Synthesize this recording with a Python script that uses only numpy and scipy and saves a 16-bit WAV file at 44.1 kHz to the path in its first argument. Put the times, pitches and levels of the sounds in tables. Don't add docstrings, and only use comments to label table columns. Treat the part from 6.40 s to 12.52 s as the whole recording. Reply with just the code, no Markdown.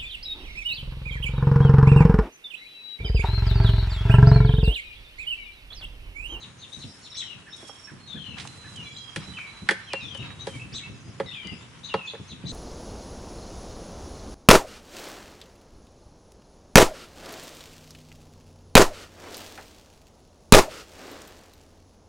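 import sys
import numpy as np
from scipy import signal
from scipy.fft import rfft, irfft, next_fast_len
from scipy.io import wavfile
from scipy.ndimage import map_coordinates

SR = 44100
rng = np.random.default_rng(int(sys.argv[2]) if len(sys.argv) > 2 else 0)


def inscribe(sig):
    pcm = np.round(np.clip(np.atleast_2d(sig).T, -1, 1) * 32767)
    wavfile.write(sys.argv[1], SR, pcm.astype(np.int16))


N = 269892


# start_s, length_s, level_db, pitch_factor
PEEPS = [(.32, 0.032, -44.5, 0.99), (1.122, 0.026, -47, .98), (2.552, 0.045, -50, 1.01),
         (3.992, 0.036, -46, 1), (5.433, 0.032, -45.5, 1.01), (6.053, 0.037, -46, 1.025)]
CHIPS = [(-.026, 0.076, -46, .98), (.167, 0.086, -46.5, .97), (.371, .071, -45.5, 1),
         (.6, 0.078, -48.5, 1.02), (5.427, .077, -45.5, 1), (5.642, 0.071, -44.5, 1.01),
         (5.861, 0.071, -45.5, 0.98)]
CHIRPS = [(.748, 0.079, -40, 0.99), (4.32, .085, -42.5, 0.97), (6.063, .087, -45.5, 0.98)]
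CHUCKS = [(.545, 0.029, -58, 1), (1.064, 0.036, -48, .99), (1.471, 0.036, -47, 0.98),
          (1.754, .036, -49.5, 0.95), (2.24, 0.04, -48.5, 0.98)]
# note_fraction, pitch_hz, level_db
PEEP_LOW = [(0, 3530, -6), (.2, 3812, -1.5), (.5, 3945, 8), (.85, 3610, -15), (1.1, 3340, -23)]
PEEP_HIGH = [(.1, 6100, -20), (.3, 6330, -4.5), (.8, 6180, 1), (1.101, 6150, -16)]
CHIP_LOW = [(.25, 4254, -18), (.45, 4250, -7), (.65, 4100, -2), (.8, 3745, 4), (.9, 3275, -5.5),
            (1, 2600, -4.5), (1.06, 2400, -56)]
CHIP_HIGH = [(0, 5000, -22), (.15, 6000, -12), (.3, 6490, -1.5), (.55, 6590, -6.5), (.8, 6700, -5),
             (.9, 6500, -26)]
CHIRP_LOW = [(0, 1800, -13), (.15, 2600, -11.5), (.3, 4050, 3), (.45, 4170, 5.5), (.62, 3975, -3.5),
             (.75, 3780, 7), (0.879, 2760, -8), (1, 2010, -6), (1.05, 1798, -10)]
CHIRP_HIGH = [(.05, 4160, -6), (.13, 5300, 5.5), (.24, 6100, .5), (.4, 6400, 0), (.6, 6610, 3),
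              (.75, 6850, -34), (.9, 6650, -32)]
CHUCK_LOW = [(0, 1550, -7), (.25, 1760, -2), (.5, 1810, 2), (.8, 1540, -4), (1.1, 1350, -24)]
CHUCK_HIGH = [(0, 2556, 5.5), (.4, 2635, 1), (.8, 2330, -4), (.95, 1720, 18), (1.1, 1400, -20)]

def birds():
    peeps = two_voices(PEEPS, PEEP_LOW, PEEP_HIGH, high_db=-8.5, pan_db=8, waver=.015, octave_db=-30)
    chips = two_voices(CHIPS, CHIP_LOW, CHIP_HIGH, high_db=-8, pan_db=3.5, waver=.031, octave_db=-38)
    chirps = two_voices(CHIRPS, CHIRP_LOW, CHIRP_HIGH,
                        high_db=-6.5, pan_db=2.2, waver=.033, octave_db=-13.5)
    chucks = two_voices(CHUCKS, CHUCK_LOW, CHUCK_HIGH,
                        high_db=-14, pan_db=-.5, waver=.02, octave_db=-26)
    falls = slurs(pan_db=10)
    near = house(peeps + chips + chirps, echo_db=-3) + house(falls, echo_db=-11)
    far = whistles(pan_db=-8.5) + rising_notes(pan_db=16) + twitter()
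    return (yard(near, wall_db=-14.5, tail_db=-5.5)
            + yard(far, wall_db=-13, tail_db=-1)
            + amp(1.5) * yard(song(pan_db=-.5), wall_db=-11.5, tail_db=-4)
            + yard(chucks, wall_db=-16.5, tail_db=-8))


def two_voices(calls, low, high, high_db, pan_db, waver, octave_db):
    out = np.zeros((2, N))
    sides = (low, 0, waver, octave_db), (high, high_db, .75 * waver, -40)
    for start, length, call_db, factor in calls:
        u = np.arange(int(length * SR * 9 / 8)) / (length * SR)
        for contour, side_db, side_waver, side_octave_db in sides:
            fraction, hz, db = np.transpose(contour)
            swell = amp(call_db + side_db + np.interp(u, fraction, db, left=-90, right=-90))
            pitch = factor * np.interp(u, fraction, hz)
            add(out, start, swell * syrinx(pitch, side_waver, side_octave_db), pan_db)
    return out


def syrinx(pitch, waver, octave_db):
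    phase = 2 * np.pi * np.cumsum(pitch * (1 + waver * wobble(351.5, len(pitch)))) / SR
    rasp = 1 + 14 * waver * wobble(1500, len(pitch))
    return unit(rasp * (np.sin(phase) + amp(octave_db) * np.sin(2 * phase)))


def glide(length, first_hz, last_hz, db, sag, waver, flutter_db, warble=0, warble_hz=37, fade_s=.0064):
    u = np.linspace(0, 1, int(length * SR))
    pitch = (first_hz + (last_hz - first_hz) * u) * (1 - sag * np.sin(np.pi * u))
    fade = np.sin(np.pi / 2 * np.clip(np.minimum(u, 1 - u) * length / fade_s, 0, 1))
    warble_phase = 2 * np.pi * warble_hz * length * u + wobble(19.66, len(u))
    swing = warble * (.3 + 1.25 * u) * np.sin(warble_phase)
    tone = (1 + 20 * swing) * syrinx(pitch * (1 + swing), waver, octave_db=-28)
    return amp(db + flutter_db * wobble(84.9, len(u))) * fade * tone


# start_s, length_s, level_db, grace_pitch_hz
SLURS = [(0.714, 0.24, -49, 5300), (1.672, 0.28, -47, 6280), (3.605, 0.23, -47.5, 5250),
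         (4.859, .3, -48, 5300)]

def slurs(pan_db, first_hz=3850, last_hz=2552, grace_s=.038):
    out = np.zeros((2, N))
    for start, length, db, hz in SLURS:
        fall = glide(length, first_hz, last_hz, db, sag=.03, waver=.018, flutter_db=2.2, warble=.04)
        grace = glide(grace_s, hz / 1.03, hz * 1.03, db - 11.5, sag=0, waver=.0047, flutter_db=-4.5)
        add(out, start, fall, pan_db)
        add(out, start, grace, pan_db)
    return out


# start_s, length_s, first_hz, last_hz, level_db
SONG = [(2.355, 0.069, 3250, 2778, -45), (2.428, 0.077, 2495, 2300, -48), (2.935, 0.046, 3040, 3130, -47),
        (2.969, .03, 2714, 2160, -40), (2.991, 0.086, 2544, 2205, -45), (3.468, 0.062, 3330, 2960, -47.5),
        (3.501, 0.044, 2670, 2310, -44.5), (3.521, 0.06, 2840, 2790, -42.5),
        (3.599, 0.049, 2680, 2430, -46), (4.088, 0.069, 3210, 3150, -52), (4.136, 0.041, 2450, 2186, -51),
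        (4.195, 0.039, 2640, 2680, -43), (4.4, 0.046, 2290, 2243, -53), (4.433, 0.035, 2678, 2680, -44.5),
        (4.858, .04, 2134, 1937, -51.5), (4.91, 0.043, 2560, 3350, -46.5), (4.946, 0.06, 2590, 2330, -42.5),
        (5.03, 0.057, 2070, 2105, -48.5), (5.18, 0.054, 3540, 3700, -60), (5.493, .05, 3000, 2710, -46),
        (5.558, 0.11, 2900, 2524, -43.5), (5.67, 0.034, 3630, 3450, -42)]

def song(pan_db):
    out = np.zeros((2, N))
    for start, *note in SONG:
        add(out, start, glide(*note, sag=.0242, waver=.014, flutter_db=2.5), pan_db)
    return out


# start_s, floor_db, wall_db, rim_db, snap_db
BLOWS = [(2.7604, -40, -47, -35, -34.5), (3.2886, -38, -30, -17, -31.5), (3.3089, -31, -36, -30, -32),
         (3.533, -31.5, -33.5, -37, -44.5), (3.747, -46.5, -50, -50.5, -49.5),
         (4.0695, -31.5, -39, -44.5, -42.5), (4.7994, -25.5, -32.5, -39, -50), (5.54, -24, -24, -38, -48),
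         (5.734, -39.5, -48, -65, -70), (5.748, -42, -52, -50, -63)]
# frequency_hz, level_db, t60_s
BOX_MODES = [(190.5, -7, 0.21), (334, -3, 0.05), (446, 1.5, 0.062), (541, 1, 0.077), (833, -6.5, 0.068),
             (958, 2, 0.027), (1104, -11, 0.037), (1300, -12.5, 0.052), (1658, -4.5, 0.052),
             (1777, -7.5, 0.054), (1817, -6, 0.045), (1970, -6, 0.042), (2295, 0.5, 0.016),
             (2740, -8, 0.019), (2970, 9.5, 0.0077), (3340, -6, 0.047), (3270, -16.5, 0.17)]
BAND_EDGES = [130, 380, 750, 1400, 2150, 4500, 11000]
FLOOR, WALL = [-12, 0.5, -16, -18, -32.5, -39], [-32, -20, -1, -11, -11.5, -37]
RIM, SNAP = [-34, -23, -20, 0.5, -13, -36], [-4.5, -22, -14, -8, 0, -6]

def box(scatter_db=2.5):
    out, t = np.zeros((2, N)), np.arange(SR // 4) / SR
    for start, *parts_db in BLOWS:
        gains = np.linalg.norm(amp(parts_db)[:, None] * amp([FLOOR, WALL, RIM, SNAP]), axis=0)
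        ring = 0
        for hz, db, t60 in BOX_MODES:
            envelope = amp(db + rng.normal(0, scatter_db)) * decay(t, t60)
            ring += envelope * np.sin(2 * np.pi * hz * t) * rng.choice([-1, 1])
        crack = noise(len(t), width=.81) * (1.6 * decay(t, t60=.008) + 1.06 * decay(t, t60=.092))
        impact = ring * (1 - np.exp(-t / .0017)) + crack
        blow = 0
        for lo, hi, gain in zip(BAND_EDGES, BAND_EDGES[1:], gains):
            part = band(impact, lo, hi)
            onset_rms = np.sqrt(np.mean(part[:, :SR // 50] ** 2))
            blow += gain * part / onset_rms
        add(out, start, blow, pan_db=-.6)
    return out


# start_s, level_db, centre_hz, t60_s, pan_db
TICKS = [(1.164, -51, 8000, 0.078, -16), (1.228, -37.5, 420, .083, -2), (1.28, -44, 6950, 0.058, -8),
         (1.294, -41.5, 805, .075, -4), (1.983, -32.5, 3000, 0.044, -6), (1.998, -35, 3450, 0.14, -6),
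         (2.052, -40, 880, 0.057, -5), (2.074, -30, 4500, 0.016, -7.5), (2.3604, -44, 6000, .046, -9),
         (2.987, -36, 1870, 0.045, -3), (3.534, -9.5, 3540, 0.0032, 2), (3.7738, -45, 6960, .036, -3),
         (3.903, -40, 1420, 0.083, -4), (5.0716, -37.5, 4550, 0.013, -7)]

def ticks():
    out, t = np.zeros((2, N)), np.arange(SR // 8) / SR
    for start, db, hz, t60, pan_db in TICKS:
        burst = unit(band(noise(len(t), width=.19), hz / 1.7, hz * 1.4, order=2))
        add(out, start, amp(db) * decay(t, t60) * burst, pan_db)
    return out


# start_s, relative_level_db, length_s
THUDS = [(0.368, -44.5, 0.086), (.441, -36.5, 0.064), (0.947, -48.5, 0.16), (1.516, -42, 0.096),
         (1.746, -37, 0.088), (1.88, -43, 0.16), (2.384, -45, .07), (2.76, -32.5, 0.077),
         (2.87, -40.5, 0.12), (3.217, -38.5, .11), (3.625, -41, 0.063), (3.792, -38.5, 0.065),
         (4.322, -39, 0.084), (5.047, -36.5, .05), (5.117, -34.5, .05), (5.54, -36, 0.058),
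         (5.794, -35.5, 0.056), (5.92, -39.5, 0.069), (6.036, -33.5, 0.16)]

def thuds(attack_s=.0028, fall_db=18):
    out = np.zeros((2, N))
    for start, db, length in THUDS:
        t = np.arange(int(2 * length * SR)) / SR
        bump = np.sin(2 * np.pi * rng.uniform(103.5, 143) * t) * decay(t, t60=.05)
        puff = unit(band(noise(len(t), width=.64), 78, 216.5, order=2))
        thud = (bump + puff * amp(-fall_db * t / length)) * (1 - np.exp(-t / attack_s))
        add(out, start, amp(db - 7.5) * unit(thud), pan_db=0)
    return out


# time_s, relative_level_db
EFFORT = [(0, -55.5), (.45, -61.5), (.9, -57.5), (1.9, -57), (2.1, -54), (2.55, -56), (2.8, -52),
          (3.3, -52.5), (3.55, -55), (4.1, -54), (4.65, -58), (5.05, -55), (6.12, -58)]
# start_s, length_s, relative_level_db
SCUFFS = [(1.964, 0.089, -42), (2.84, 0.27, -56), (3.83, 0.12, -50)]
CRUNCHES = [(0.218, 1, -61), (1.147, 0.48, -58), (1.952, 0.4, -55), (2.257, 0.41, -63), (2.716, 0.47, -62),
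            (4.039, 0.34, -57.5)]
# frequency_hz, density_db
CLOTH = [(200, 8.5), (400, -14.5), (1000, 5.5), (2000, 1.5), (3200, 1.5), (5000, -9), (9000, -32)]
GRAVEL = [(700, -1), (2000, 0), (4500, -2), (7500, 0), (11000, -5)]

def movement(grit_db=-13):
    effort_db = curve(EFFORT)
    rubbing = np.hypot(amp(effort_db), strokes(SCUFFS))
    rubbing *= amp(1.7 * wobble(25, N) + 1.2 * wobble(200, N))
    crunching = np.hypot(amp(effort_db + grit_db), strokes(CRUNCHES))
    crunching *= amp(1.5 * wobble(700, N) + 1.2 * wobble(50, N))
    return amp(2.5) * rubbing * rush(CLOTH) + amp(8) * crunching * rush(GRAVEL)


def strokes(rows, rise_fraction=.11):
    t = np.arange(N) / SR
    return sum(amp(db) * np.interp((t - start) / length, [0, rise_fraction, 1], [0, 1, 0])
               for start, length, db in rows)


# time_s, relative_level_db
RUMBLE_LEVEL = [(0, -51.5), (1.42, -61.5), (1.78, -47), (2.4, -45), (2.55, -52.5), (3.48, -56.5),
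                (3.7, -43), (4.88, -42), (4.98, -51.5), (5.2, -46.5), (5.5, -51), (5.68, -57), (6.12, -41)]
# frequency_hz, density_db
RUMBLE_SPECTRUM = [(15, -50), (25, -34), (75, -4), (119, 2.5), (167, -4.5), (233, -7.5), (436, -20),
                   (545, -20), (592, -36), (700, -21), (910, -78), (1540, -120)]

def rumble():
    return amp(curve(RUMBLE_LEVEL) - 1.5 + 2.63 * wobble(30, N)) * rush(RUMBLE_SPECTRUM)


# start_s, length_s, first_hz, last_hz, level_db
WHISTLES = [(0, 0.24, 6780, 6680, -71), (.37, 0.48, 5490, 5490, -64.5), (.67, 0.2, 5460, 5540, -58.5),
            (1.075, .24, 5340, 5560, -59.5), (1.156, .19, 3400, 3230, -58.5),
            (1.374, 0.097, 5470, 5510, -55), (1.593, 0.38, 4240, 4060, -62.5),
            (2.07, 0.26, 4060, 3996, -57), (2.421, 0.21, 4040, 4010, -56), (2.447, 0.32, 5170, 4740, -67.5),
            (2.451, 0.26, 3400, 3210, -54), (2.795, 0.153, 3995, 3950, -57), (3.065, 0.17, 3952, 4014, -56),
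            (3.349, 0.28, 4076, 4050, -63), (3.777, 0.14, 3775, 3830, -52.5)]

def whistles(pan_db):
    out = np.zeros((2, N))
    for start, *note in WHISTLES:
        add(out, start, glide(*note, sag=0, waver=.0075, flutter_db=3, fade_s=.024), pan_db)
    return out


# start_s, length_s, first_hz, level_db
RISES = [(.468, .088, 4800, -62), (2.483, 0.1, 6850, -68), (2.803, 0.047, 5000, -61),
         (5.046, .12, 4680, -60.5), (5.173, 0.06, 6800, -67)]

def rising_notes(pan_db, ratio=1.1):
    out = np.zeros((2, N))
    for start, length, hz, db in RISES:
        add(out, start, glide(length, hz, hz * ratio, db, sag=.0114, waver=.0066, flutter_db=1), pan_db)
    return out


# time_s, level_db
FLOCK_LEVEL = [(0, -75), (1.5, -76), (2.6, -62), (3.3, -72), (3.65, -60.5), (4.3, -82), (4.55, -63),
               (5.2, -70), (5.5, -69)]

def twitter(count=500):
    out, u = np.zeros((2, N)), np.linspace(0, 1, SR // 25)
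    for when, height, bend, side in rng.random((count, 4)):
        pitch = (4700 + 2400 * height) * (1 + .281 * (bend - .5) * u)
        note = np.sin(np.pi * u) * np.sin(2 * np.pi * np.cumsum(pitch) / SR)
        add(out, when * N / SR, note, pan_db=12 * (side - .5))
    return amp(curve(FLOCK_LEVEL)) * unit(out)


# frequency_hz, density_db
AIR_SPECTRUM = [(25, -38), (80, -4.5), (300, 5), (1000, -6), (1800, -5), (3500, -10.5), (5000, -14),
                (11000, -16)]

def air():
    return amp(-56.5) * rush(AIR_SPECTRUM)


WALL_DELAYS = [.0125, .01256]

def house(x, echo_db):
    return x + amp(echo_db) * delayed(x, WALL_DELAYS)


# frequency_hz, t60_s
YARD_DECAY = [(200, 0.069), (900, 0.45), (1700, 0.58), (4000, 0.55), (10000, 0.39)]

def yard(x, wall_db, tail_db):
    hz, t, spectrum = signal.stft(rng.standard_normal((2, SR // 2)), SR, nperseg=256)
    tail = signal.istft(spectrum * decay(t, along(YARD_DECAY, hz)[:, None]), SR, nperseg=256)[1]
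    response = amp(tail_db) * tail / np.linalg.norm(tail[0])
    for side in response:
        arrivals = (rng.uniform(.004, .035, size=6) * SR).astype(int)
        side[arrivals] += amp(wall_db) * rng.choice([-1, 1], size=6)
    return x + signal.fftconvolve(x, response, axes=1)[:, :N]


# frequency_hz, correlation
COHERENCE = [(100, 0.84), (250, 0.63), (1000, 0.44), (2500, 0.31), (5000, 0.049), (10000, 0.13)]

def rush(spectrum):
    def response(hz):
        angle = np.arccos(np.clip(along(COHERENCE, hz), -1, 1)) / 2
        return amp(along(spectrum, hz)) * [np.cos(angle), np.sin(angle)]
    mid, side = filtered(rng.standard_normal((2, N)), response)
    return unit(np.array([mid + side, mid - side]))


def noise(size, width):
    return rng.standard_normal(size) + width * rng.standard_normal((2, size))


def amp(db):
    return 10 ** (np.asarray(db) / 20)


def decay(t, t60):
    return amp(-60 * t / t60)


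def unit(x):
    return x / np.sqrt(np.mean(x ** 2) + 1e-20)


def along(points, hz):
    knots_hz, values = np.transpose(points)
    return np.interp(np.log(hz + 1), np.log(knots_hz + 1), values)


def curve(points):
    return np.interp(np.arange(N) / SR, *np.transpose(points))


def wobble(rate, size):
    knots = rng.standard_normal(int(size * rate / SR) + 4)
    return map_coordinates(knots, [np.arange(size) * rate / SR])


def filtered(x, response):
    size = next_fast_len(N + SR // 2)
    return irfft(rfft(x, size) * response(np.fft.rfftfreq(size, 1 / SR)), size)[..., :N]


def delayed(x, delay_s):
    return filtered(x, lambda hz: np.exp(-2j * np.pi * np.outer(delay_s, hz)))


def band(x, lo_hz, hi_hz, order=3):
    sections = signal.butter(order, [lo_hz, min(hi_hz, SR / 2 - 1)], "band", fs=SR, output="sos")
    return signal.sosfilt(sections, x)


def add(out, start_s, sound, pan_db):
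    start = round(start_s * SR)
    part = (sound * amp([[pan_db / 2], [-pan_db / 2]]))[:, max(-start, 0):N - start]
    out[:, max(start, 0):][:, :part.shape[1]] += part


def scene():
    knocks = box() + ticks()
    far_echo = delayed(band(knocks, 1140, 3100, order=1), delay_s=.053)
    handling = yard(knocks, wall_db=-32, tail_db=-15)
    handling += amp(-21.5) * yard(far_echo, wall_db=-16, tail_db=-4.5)
    return birds() + handling + rumble() + thuds() + movement() + air()


def record(dry):
    low_hz, top_hz = 34, 11100
    return filtered(dry, lambda hz: hz ** 4 / (hz ** 4 + low_hz ** 4) / (1 + (hz / top_hz) ** 120))


dry = scene()
out = record(dry)
inscribe(out)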